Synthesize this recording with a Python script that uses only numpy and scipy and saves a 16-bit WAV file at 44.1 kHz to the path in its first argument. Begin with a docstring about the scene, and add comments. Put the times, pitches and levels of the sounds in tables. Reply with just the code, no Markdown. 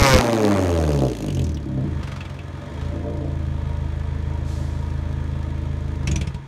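"""A four-cylinder sports car's open exhaust, a few metres behind it, outdoors at night.
Firing pulses ring the pipe. It blares and cracks at high revs; the throttle shuts, and it barks and
crackles as unburnt fuel pops. The revs sag, the engine knocks, then idles under whirr, ticks and a hum.
Air hisses briefly. Switched off, the engine chuffs to a stop."""
import sys
import numpy as np
from scipy import signal
from scipy.fft import rfft, irfft, next_fast_len
from scipy.io import wavfile
from scipy.ndimage import uniform_filter1d

SR = 44100
rng = np.random.default_rng(int(sys.argv[2]) if len(sys.argv) > 2 else 0)


def to_wav(sig):
    """Store sig (one row per channel, or 1-D mono) as 16-bit WAV at the path in sys.argv[1].

    Samples outside -1..1 are clipped; the rate is SR.
    """
    pcm = np.clip(np.atleast_2d(sig), -1, 1) * 32767
    pcm = np.round(pcm).astype(np.int16)
    wavfile.write(sys.argv[1], SR, pcm.T)  # frames by channels


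N = 285327

# Engine speed. Each row: time in seconds, firings per second.
FIRING_HZ = [(0.0, 142.3), (0.25, 118.65), (0.7, 86.04), (0.85, 76.95), (1.2, 53.47), (1.4, 41.95),
             (1.6, 35.6), (1.75, 33.29), (1.9, 26.81), (2.1, 22.57), (2.5, 21.25), (2.8, 27.32),
             (3.1, 28.24), (3.5, 26.34), (5.3, 26.64), (6.05, 26.4)]
# Open-throttle note. Each row: multiple of the firing rate, relative level in dB.
NOTE_HARMONICS = [(1, 6.5), (2, -11), (3, -7), (4, -1), (5, -11), (6, -25), (7, -5.5), (8, -8), (9, -8),
                  (10, -9), (11, -8), (12, -10.5), (13, -12), (14, -15), (15, -13), (16, -14), (17, -15)]

# Level curves. Each row: time in seconds, gain in dB.
PUSH_DB = [(.13, -7), (.24, 14.5), (.55, 15.5), (.85, 10.5), (1.05, 14.5), (1.18, 6.5), (1.38, 15.5),
           (1.6, 8.5), (1.8, 15), (2.2, 5.5), (2.74, 4.5), (2.85, 10.5), (3.6, 11), (6.04, 10),
           (6.12, 19.5), (6.4, 6.5)]  # exhaust pulse strength
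BITE_DB = [(.25, 1), (.5, -6), (.8, 20), (1.1, -18), (1.85, -14), (2.2, -3), (3, -6.5), (3.6, -1),
           (6.1, -9.5)]  # upper standing waves over lower
GRUFF_DB = [(.12, -12), (.25, -7), (.7, -8), (.95, -12), (1.04, -4), (1.15, -11), (1.26, 0.5), (1.55, -4.5),
            (1.75, -2.5), (2.4, -4), (3.1, -0.5), (3.5, -6.5), (6.1, -6)]  # rough bark, low when running evenly
PUFF_DB = [(.1, -33), (.22, -29), (.33, -24), (.45, -23.5), (.56, -26), (.7, -25), (.82, -31), (.93, -33),
           (1.04, -25.5), (1.13, -37), (1.26, -45), (1.4, -45), (1.55, -48), (1.95, -59)]
WHIRR_DB = [(1.7, -51.5), (2.0, -46), (2.45, -49), (2.8, -45), (3.1, -49.5), (3.7, -47.5), (6.25, -48),
            (6.4, -52)]

# Spectra. Each row: frequency in Hz, relative density in dB.
BLAST_SPECTRUM = [(300, -46), (700, -15), (1200, 7.5), (1700, 0), (2250, 3.5), (2950, 0.5), (4300, 2),
                  (6000, -3), (7700, -8.5), (9300, -6.5), (10300, -13), (12800, -13), (15800, -40)]
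POP_SPECTRUM = [(100, -21.5), (220, 0.5), (330, 3.5), (560, -0.5), (750, -7), (1000, -14.5), (1500, -24),
                (3000, -57.5)]
PUFF_SPECTRUM = [(120, -29), (215, -11.5), (255, 0), (310, -0.5), (355, 4), (430, -4.5), (570, -4.5),
                 (680, -6.5), (860, -15), (1100, -22), (2000, -49)]
WHIRR_SPECTRUM = [(15, -18), (50, 22), (200, 16.5), (600, 8), (780, 5), (1000, 7.5), (1500, 5), (2300, 2),
                  (2950, -4), (3400, -1.5), (5000, -12), (6800, -11), (7700, -18.5), (9000, -15.5),
                  (10200, -27.5), (13000, -26), (15800, -43)]
TICK_SPECTRUM = [(2000, -23), (4000, 5), (6500, 0), (9000, -5), (13000, -14.5), (15800, -22)]
CRACKLE_SPECTRUM = [(800, -25), (1800, -2.5), (2600, 3.5), (4600, -1), (5400, -4), (6500, 3), (7600, -6.5),
                    (9000, -4.5), (10400, -11.5), (12500, -11), (15800, -34)]
RASP_SPECTRUM = [(400, -47), (750, 0.5), (950, -4), (1250, -7), (1500, -11), (1900, -12), (2500, -16.5),
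                 (4000, -47), (8000, -102)]
KNOCK_SPECTRUM = [(500, -15), (1250, 11), (2000, 2.5), (2700, 3), (4000, -1.5), (7000, -9.5),
                  (10000, -18.5), (15800, -31)]
AIR_SPECTRUM = [(1200, -85), (3000, 0), (5000, 3), (7000, 1.5), (9000, -5), (10500, -7), (13000, -15),
                (15800, -28)]
CHUFF_SPECTRUM = [(600, -3), (1800, 0), (2400, 7.5), (4200, -1), (5600, -5), (7500, -6), (10000, -11),
                  (13000, -24), (15800, -30)]

# Pipe resonances. Each row: centre in Hz, width in Hz, gain in dB.
MOUTH_MODES = [(2210, 160, -2)]
BOOM_MODES = [(51.7, 1.7, -11), (81.25, 12.7, -6), (28, 4, -21.5)]
DRONE_MODES = [(134.6, 8.9, -9), (201, 15.5, -20.5)]
HOWL_MODES = [(152.2, 12.6, -9.5)]
BURBLE_MODES = [(261.6, 16.7, 0), (320, 28.6, -4.5), (373.3, 18, -10.5)]
BARK_MODES = [(441.2, 4.6, -1), (579, 20, -1.5), (694, 39, -9), (870, 18, -20)]
THROAT_MODES = [(275, 9.6, 0), (444.6, 13, -0.5), (588, 8.8, -4)]
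IDLE_MODES = [(217, 10, -47), (266, 14.4, -45.5), (321.3, 7.5, -48), (373, 5.9, -59.5), (450, 7.4, -52),
              (585.6, 29, -57)]
# Engine panels and loose heat shield. Each row: centre in Hz, width in Hz, gain in dB.
PANEL_MODES = [(916, 53, 2), (1241, 15, 0), (1708, 64, -5.5), (2390, 40, -25), (3250, 83, -13.5)]
SHIELD_MODES = [(2280, 81, 2), (2636, 80, 6.5), (3398, 150, -0.5)]

# Gas thumps and cracks in the pipe; heat shield pings. Each row: time in seconds, strength in dB.
THUMPS = [(.001, -6), (.021, 11.5), (0.035, -57), (0.094, -5), (0.141, 6), (0.155, 7.5), (0.165, -1.5),
          (0.189, 2)]
CRACKS = [(0.035, -7), (0.065, -4), (0.1398, -0.5), (0.1797, -10), (0.187, -3), (0.211, -5), (0.244, -14),
          (0.27, -14.5), (0.331, -11.5), (.451, -13)]
PINGS = [(2.204, -36), (2.251, -42), (2.388, -40.5)]
# Unburnt fuel catching. Each row: start in seconds, length in seconds, relative pop level in dB,
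# bark lift in dB.
BURBLES = [(.44, .03, -18, 3), (.589, .012, -11, 0), (.784, .02, -11, 1), (.834, .028, -14, 0),
           (.886, .022, -11.5, 0), (.941, .012, -13, -2), (.985, .03, -21, 0), (1.014, .05, -12.5, 0),
           (1.201, .01, -19, 0), (1.239, .03, -17, 3), (1.279, .01, -21, -3), (1.365, .05, -21, 3),
           (1.655, .11, -36, 7), (1.772, .08, -23, 8), (1.845, .05, -38, 7), (2.61, .07, -38, 3),
           (2.84, .08, -36, 2), (2.92, .2, -33, 4), (3.06, .09, -29, 3), (3.19, .11, -27, 4)]
# Late pops that squeak. Each row: start in seconds, level in dB, starting pitch in Hz.
SQUEAKS = [(.929, -33, 5040), (0.99, -36, 5270), (1.282, -34, 3430), (1.302, -34, 3190), (1.347, -36, 6720),
           (1.369, -34.5, 3610), (1.392, -31, 3220), (1.442, -35.5, 6650), (1.466, -50, 6000),
           (1.492, -40, 6500), (1.544, -37.5, 6630), (1.57, -36.5, 3490)]
# Spells of knocking; surges as the idle catches. 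Each row: start in seconds, length in seconds,
# level in dB.
KNOCKS = [(2.02, 0.29, -36.5), (2.805, 0.081, -43)]
IDLE_SURGES = [(2.826, .08, -40), (2.934, .1, -36.5), (3.045, .13, -33.5), (3.197, 0.16, -37.5)]
# Compression strokes after switch-off. Each row: time in seconds, chuff strength in dB,
# whistle pitch in Hz, whistle level in dB.
LAST_STROKES = [(6.071, -29, 5645, -31.5), (6.112, -34, 6500, -30.5), (6.157, -30.5, 5840, -29),
                (6.21, -32.5, 5570, -48), (6.27, -38.5, 5230, -44), (6.342, -44, 5200, -56)]
# Echo off tarmac and trees. Each row: frequency in Hz, time to fall 60 dB in seconds.
ECHO_T60_S = [(100, 1), (1000, 0.082), (10000, 0.07)]

SHUT_S, OFF_S = 0.1995, 6.07  # throttle shut, ignition off
REF_FIRING_HZ, TOP_HZ = 100, 15830


def amp(db):
    return 10 ** (np.asarray(db) / 20)


def unit(x):
    return x / np.sqrt(np.mean(x ** 2) + 1e-20)


def clock():
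    return np.arange(N) / SR


def curve(points):
    return np.interp(clock(), *np.transpose(points))


def along(points, hz):
    """Interpolate on a log frequency axis."""
    knots_hz, values = np.transpose(points)
    return np.interp(np.log(hz + 1), np.log(knots_hz + 1), values)


def ramp(start_s, end_s):
    return np.clip((clock() - start_s) / max(end_s - start_s, 1e-3), 0, 1)


def spell(t, start_s, length_s):
    """Jump to 1, then a Gaussian fade."""
    return (t >= start_s) * np.exp(-((t - start_s) / length_s) ** 2)


def wobble(rate_hz):
    """Random curve, straight between knots."""
    knots = rng.standard_normal(int(N * rate_hz / SR) + 4)
    return np.interp(clock() * rate_hz, np.arange(len(knots)), knots)


def filtered(x, response):
    size = 2 * next_fast_len(N // 2 + SR // 4)
    return irfft(rfft(x, size) * response(np.fft.rfftfreq(size, 1 / SR)), size)[:N]


def coloured(x, spectrum):
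    """Minimum-phase filter."""
    def response(hz):
        cepstrum = irfft(np.log(amp(along(spectrum, hz))))
        cepstrum[1:len(cepstrum) // 2] *= 2
        cepstrum[len(cepstrum) // 2 + 1:] = 0
        return np.exp(rfft(cepstrum))
    return filtered(x, response)


def white():
    return rng.standard_normal(N)


def noise(spectrum):
    return unit(coloured(white(), spectrum))


def resonate(x, modes):
    """Damped resonances; neighbours swing in opposite senses."""
    return filtered(x, lambda f: sum(
        (-1) ** k * amp(db) * 1j * f * width_hz / (hz * hz - f * f + 1j * f * width_hz)
        for k, (hz, width_hz, db) in enumerate(modes)))


def band(x, lo_hz, hi_hz, order=2):
    return signal.sosfilt(signal.butter(order, [lo_hz, hi_hz], 'band', fs=SR, output='sos'), x)


def even(x, span_s):
    """Hold the slow level at rms 1."""
    size = max(int(span_s * SR), 2)
    power = np.abs(uniform_filter1d(uniform_filter1d(x ** 2, size), size))
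    return x / np.sqrt(power + 1e-6 * np.mean(x ** 2))


def peak_at(x, db):
    return x * amp(db) / np.abs(x).max()


def spikes(times_s, sizes):
    return np.bincount(np.clip(np.round(np.asarray(times_s) * SR).astype(int), 0, N - 1), sizes, N)


def swell(x, rise_s, fall_s):
    """Each impulse becomes a burst of the same height."""
    t = np.arange(SR // 8) / SR
    shape = (1 - np.exp(-t / rise_s)) ** 2 * np.exp(-t / fall_s)
    return signal.oaconvolve(x, shape / shape.max())[:N]


def firings(times_s, scatter_db, jitter_s, cylinder_db):
    """One pulse a firing; cylinders alternate in strength and no two burns are alike."""
    chance = rng.standard_normal((len(times_s), 2))
    alternation = (-1) ** np.arange(len(times_s))
    sizes = amp(scatter_db * chance[:, 1] + cylinder_db * alternation)
    return spikes(times_s + jitter_s * chance[:, 0], sizes)


def blare(cycles, times_s):
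    """Open throttle: a rough, brassy note; each pulse steepens into a ragged double shock."""
    phase = 2 * np.pi * cycles
    note = unit(sum(amp(db + 2.1 * wobble(rate_hz=41)) * np.cos(k * phase + rng.uniform(0, 2 * np.pi))
                    for k, db in NOTE_HARMONICS))
    note = unit(note + resonate(note, MOUTH_MODES))
    shock = firings(times_s, scatter_db=1.3, jitter_s=2e-6, cylinder_db=.4)
    shock += .45 * firings(times_s + .00016, scatter_db=2, jitter_s=8e-6, cylinder_db=0)
    spray = swell(shock, rise_s=.0001, fall_s=.0016) * white()
    blast = even(coloured(unit(shock) + amp(-26) * unit(spray), BLAST_SPECTRUM), span_s=.03)
    throttle = amp(5 * ramp(0, .017) - 12.5) * (1 - ramp(SHUT_S - .05, SHUT_S + .0051))
    return throttle * (amp(-8.5) * (note + amp(-5) * snarl(shock)) + amp(-13) * blast)


def snarl(shock, life_s=.006):
    """Shocks ring the pipe's dense resonances; harmonics flicker as they slide across them."""
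    t = np.arange(SR // 25) / SR
    ringing = signal.fftconvolve(shock, rng.standard_normal(len(t)) * np.exp(-t / life_s))[:N]
    gas = unit(band(white(), 460, 2750))
    return even(band(ringing, 620, 2440), span_s=.044) + amp(-5.5) * gas


def exhaust(times_s, speed_oct):
    """Pulses ring the pipe's standing waves: boom, drone, and a bark that grows with revs and burbles."""
    push = unit(firings(times_s + .002, scatter_db=.25, jitter_s=4e-5, cylinder_db=.04))
    slap = firings(times_s + .001, scatter_db=1, jitter_s=4e-5, cylinder_db=.5)
    gas = unit(swell(slap, rise_s=.0006, fall_s=.061) * white())
    turbulence = ramp(.4, 2.1)  # slow, weak pulses break up
    lift_db = sum(db * spell(clock(), start_s, length_s) for start_s, length_s, _, db in BURBLES)
    lift_db = uniform_filter1d(lift_db, size=180)

    boom = amp(-5.5 - 3 * speed_oct - .7 * lift_db) * band(resonate(-push, BOOM_MODES), 18, 135)
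    flow = push + amp(-31.5 + 20 * turbulence + lift_db) * gas
    howl = resonate(flow * amp(5.5 * speed_oct), HOWL_MODES)  # faster pulses are steeper
    drone = amp(.3 * lift_db) * band(resonate(flow, DRONE_MODES) - howl, 94, 500)

    blow = unit(slap) + amp(-.5 + 12.2 * turbulence) * gas
    lower = even(band(resonate(blow, BURBLE_MODES), 200, 422), span_s=.044)
    upper = even(band(resonate(blow, BARK_MODES), 315, 1200, order=3), span_s=.15)
    direct = even(band(blow, 400, 475), span_s=.1)
    bark = lower + amp(curve(BITE_DB)) * (upper + amp(-20) * (1 - turbulence) * direct)
    # At switch-off the bark jumps, then dies.
    off_db = 15 * ramp(OFF_S - .01, OFF_S + .0147) - 108 * np.maximum(clock() - OFF_S, 0)
    bark_db = -20.5 + 9.5 * np.minimum(speed_oct, .15) + lift_db + off_db + curve(GRUFF_DB)
    return amp(curve(PUSH_DB)) * (boom + drone) + amp(bark_db) * even(bark, span_s=.08)


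def tailpipe(pulses, spectrum, trip_s=.00697, return_db=-7.5, lag_s=.0018, lag_hz=430):
    """Each pulse leaves as a puff, lows trailing highs, and returns weaker every round trip."""
    def response(hz):
        lag = np.exp(-2j * np.pi * lag_s * lag_hz * np.arctan(hz / lag_hz))
        return lag / (1 - amp(return_db) * np.exp(-2j * np.pi * hz * trip_s))
    return filtered(coloured(pulses, spectrum), response)


def pipe_harmonics(times_s, firing_hz):
    """Even firings sound clean: puffs as revs fall, a throaty ring as idle catches, then soft tones."""
    puffs = firings(times_s, scatter_db=2, jitter_s=5e-5, cylinder_db=.3)
    puffs = even(tailpipe(puffs, PUFF_SPECTRUM), span_s=.04)
    pulses = firings(times_s + .002, scatter_db=2, jitter_s=8e-5, cylinder_db=.3)
    pulses *= SR / (np.sqrt(2) * firing_hz)  # each harmonic near rms 1
    throat = even(band(resonate(pulses, THROAT_MODES), 220, 700), span_s=.08)
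    surges = sum(amp(db) * spell(clock(), start_s, length_s) for start_s, length_s, db in IDLE_SURGES)
    idle = band(resonate(pulses, IDLE_MODES), 150, 900)
    idling = ramp(2.9, 3.14) * (1 - ramp(OFF_S, OFF_S + .13))
    return amp(curve(PUFF_DB)) * puffs + uniform_filter1d(surges, size=400) * throat + idling * idle


def thump(times_s, db, hz, life_s, rise_s=.00081):
    """A slug of gas leaves the pipe: a low, quickly damped swing."""
    t = np.arange(SR // 8) / SR
    swing = np.cos(2 * np.pi * hz * t) * (1 - np.exp(-t / rise_s)) * np.exp(-t / life_s)
    return signal.fftconvolve(spikes(times_s, amp(db)), swing)[:N]


def pipe_bangs(times_s):
    """Gas thumps and cracks under open throttle; a few cracks follow after it shuts, then burbles pop."""
    thump_s, thump_db = np.transpose(THUMPS)
    crack_s, crack_db = np.transpose(CRACKS)
    cracks = peak_at(coloured(spikes(crack_s, amp(crack_db)), BLAST_SPECTRUM), crack_db.max())
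    sizes = sum(amp(db) * spell(times_s, start_s, length_s) for start_s, length_s, db, _ in BURBLES)
    pop_peak_db = max(db for _, _, db, _ in BURBLES) - 4
    pops = peak_at(tailpipe(spikes(times_s, sizes), POP_SPECTRUM), pop_peak_db)
    return thump(thump_s, thump_db, hz=61.6, life_s=.0026) + cracks + pops


def engine_bay(times_s):
    """Valve gear and belts whirr and ring the panels, swelling twice a firing."""
    midway_s = (times_s[1:] + times_s[:-1]) / 2
    taps = firings(np.r_[times_s, midway_s], scatter_db=1.3, jitter_s=.0015, cylinder_db=1)
    beat = even(1 + .5 * swell(taps, rise_s=.00152, fall_s=.0037), span_s=.14)
    panels = unit(band(resonate(white(), PANEL_MODES), 895, 4500))
    whirr = noise(WHIRR_SPECTRUM)
    whirr /= np.std(band(whirr, 850, 2400))
    panel_db = -3 + .34 * wobble(rate_hz=3.5)
    return amp(curve(WHIRR_DB)) * beat * (amp(-1.5) * whirr + amp(panel_db) * panels)


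def tappets(times_s):
    """Fine valve ticks, one a firing, masked at high revs."""
    taps = firings(times_s, scatter_db=1.8, jitter_s=.0008, cylinder_db=1)
    ticks = swell(taps, rise_s=.0008, fall_s=.005) * white()
    return amp(-62.5) * unit(coloured(ticks, TICK_SPECTRUM))


def hum(hz=138.5, rms_db=-40):
    """A steady, fan-like hum beats against the idle."""
    return amp(rms_db) * np.sqrt(2) * np.sin(2 * np.pi * hz * clock() + .21 * wobble(rate_hz=3.6))


def overrun(times_s, speed_oct):
    """Throttle shut: uneven pops crackle and rasp, weaker and longer as the revs fall."""
    pops = firings(times_s, scatter_db=1.5, jitter_s=2e-5, cylinder_db=-.3)
    snaps = swell(pops, rise_s=8.2e-5, fall_s=.0018)
    tails = .53 * ramp(.41, 2.1) * swell(pops, rise_s=.0013, fall_s=.0057)
    bursts = even(coloured((snaps + tails) * white(), CRACKLE_SPECTRUM), span_s=.04)
    rings = even(zings(times_s), span_s=.026)
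    crackle = amp(-38.5 + 6.5 * speed_oct) * even(bursts + amp(-7) * rings, span_s=.051)

    slaps = firings(times_s, scatter_db=3, jitter_s=2e-5, cylinder_db=-.5)
    tear = swell(slaps, rise_s=9.5e-5, fall_s=.0052) * white()
    rasp = even(coloured(unit(slaps) + amp(1) * unit(tear), RASP_SPECTRUM), span_s=.034)
    linger_db = 7.5 * (1 - ramp(SHUT_S, SHUT_S + .035))
    surge_db = 3.5 * np.exp(-((clock() - .53) / .06) ** 2)
    rasp *= amp(-30.5 + 14 * speed_oct + linger_db + surge_db) * (1 - ramp(.92, 1.24))
    gate = ramp(SHUT_S - .03, SHUT_S) * (1 - ramp(1.45, 1.56))
    return gate * (crackle + rasp)


def zings(times_s, centre_hz=4700, spread_oct=.465, life_s=.00049):
    """A tiny metallic ring per firing, random in pitch and strength."""
    t = np.arange(SR // 100) / SR
    chance = rng.standard_normal((len(times_s), 2))
    hz = np.minimum(centre_hz * 2 ** (spread_oct * chance[:, :1]), TOP_HZ)
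    sizes = amp(2 * chance[:, 1:]) * np.sqrt(centre_hz / hz)
    rings = sizes * np.sin(2 * np.pi * hz * t) * np.exp(-t / life_s)
    samples = np.round(times_s * SR).astype(int)[:, None] + np.arange(len(t))
    return np.bincount(samples.ravel(), rings.ravel(), N)[:N]


def squeaks(drop=.34, glide_s=.0085, rise_s=.0005, life_s=.0056):
    """Gas squeezed through the pipe gives short, rough, falling chirps."""
    t = np.arange(SR // 25) / SR
    glide = 1 - drop * (1 - np.exp(-t / glide_s))
    shape = (1 - np.exp(-t / rise_s)) ** 2 * np.exp(-t / life_s)
    chirps = np.zeros(N)
    for start_s, db, hz in SQUEAKS:
        phase = np.cumsum(2 * np.pi * hz * glide / SR + .25 * rng.standard_normal(len(t)))
        chirps[round(start_s * SR):][:len(t)] += amp(db) * shape / shape.max() * np.sin(phase)
    return chirps


def knocks(times_s):
    """Near stalling, the engine knocks once a firing."""
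    sizes = sum(amp(db) * spell(times_s, start_s, length_s) for start_s, length_s, db in KNOCKS)
    return swell(spikes(times_s - .002, sizes), rise_s=.0019, fall_s=.013) * noise(KNOCK_SPECTRUM)


def heat_shield():
    """Hard knocks and the last strokes ping a loose shield."""
    ping_s, ping_db = np.transpose(PINGS)
    stroke_s, chuff_db = np.transpose(LAST_STROKES)[:2]
    blows = spikes(ping_s, amp(ping_db)) + spikes(stroke_s + .0023, amp(chuff_db - 5.5))
    ring = unit(band(resonate(white(), SHIELD_MODES), 1300, 3900))
    return swell(blows, rise_s=.0021, fall_s=.0096) * ring


def whine(hz=942, width_hz=36, stop_s=6.335):
    """A narrow mechanical ring wavers at idle and swells as the crank stops."""
    ring = unit(band(resonate(white(), [(hz, width_hz, 0)]), 850, 1050))
    idling = amp(-54 + 3 * wobble(rate_hz=6)) * ramp(2.3, 2.7) * (1 - ramp(6.1, 6.4))
    stopping = amp(-46) * ramp(stop_s, stop_s + .028) * spell(clock(), stop_s, length_s=.068)
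    return idling * ring + stopping * even(ring, span_s=.02)


def air_hiss(start_s=4.44, rise_s=.055, fade_after_s=.11, fade_db_per_s=40):
    """A short sigh of air, as from a brake let go."""
    fade_db = fade_db_per_s * np.maximum(clock() - start_s - fade_after_s, 0)
    return ramp(start_s, start_s + rise_s) * amp(-49.5 - fade_db) * noise(AIR_SPECTRUM)


def run_down():
    """Ignition off: each last stroke chuffs, whistles through a gap and shoves air out of the pipe."""
    stroke_s, chuff_db = np.transpose(LAST_STROKES)[:2]
    strokes = spikes(stroke_s, amp(chuff_db))
    bursts = swell(strokes, rise_s=.0086, fall_s=.0022) + .3 * swell(strokes, rise_s=.0057, fall_s=.014)
    chuffs = bursts * noise(CHUFF_SPECTRUM)
    gas = white()
    whistles = np.zeros(N)
    for start_s, _, hz, db in LAST_STROKES:
        envelope = swell(spikes([start_s], [amp(db)]), rise_s=.0053, fall_s=.0031)
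        whistles += envelope * unit(band(gas, hz * .96, hz * 1.08))
    shudder_db = -10.5 + .5 * (chuff_db - chuff_db.max())
    return chuffs + whistles + thump(stroke_s + .00462, shudder_db, hz=98, life_s=.011)


def outdoor_echo(x, delay_s=.008):
    """Tarmac and trees return a thin echo; treble dies first."""
    hz, t, bins = signal.stft(rng.standard_normal(SR // 2), SR, nperseg=256)
    decay = amp(-60 * t / along(ECHO_T60_S, hz)[:, None])
    tail = signal.istft(bins * decay, SR, nperseg=256)[1]
    impulse = np.r_[np.zeros(int(delay_s * SR)), tail / np.linalg.norm(tail)]
    return band(signal.fftconvolve(x, impulse)[:N], 272, 8120)


def scene():
    """Engine speed times every firing; pipe and engine share one echo."""
    firing_hz = curve(FIRING_HZ)
    speed_oct = np.log2(firing_hz / REF_FIRING_HZ)
    cycles = np.cumsum(firing_hz) / SR
    times_s = np.interp(np.arange(int(cycles[-1])), cycles, clock())
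    stroke_s = np.transpose(LAST_STROKES)[0]
    times_s = np.r_[times_s[times_s < stroke_s[0] - .015], stroke_s + .003]  # crank slows to a stop
    pipe = exhaust(times_s, speed_oct) + pipe_harmonics(times_s, firing_hz) + blare(cycles, times_s)
    pipe += overrun(times_s, speed_oct) + squeaks() + pipe_bangs(times_s) + run_down()
    engine = engine_bay(times_s) + tappets(times_s) + whine() + hum() + knocks(times_s) + heat_shield()
    car = pipe + engine + air_hiss()
    return (car + amp(-11) * outdoor_echo(car))[None]


def record(dry):
    """Soft-clip the loudest shocks; cut everything above TOP_HZ."""
    rounded = dry[0] / (1 + np.abs(dry[0] / .74) ** 6) ** (1 / 6)
    return filtered(rounded, lambda hz: hz < TOP_HZ)[None]


dry = scene()
out = record(dry)
to_wav(out)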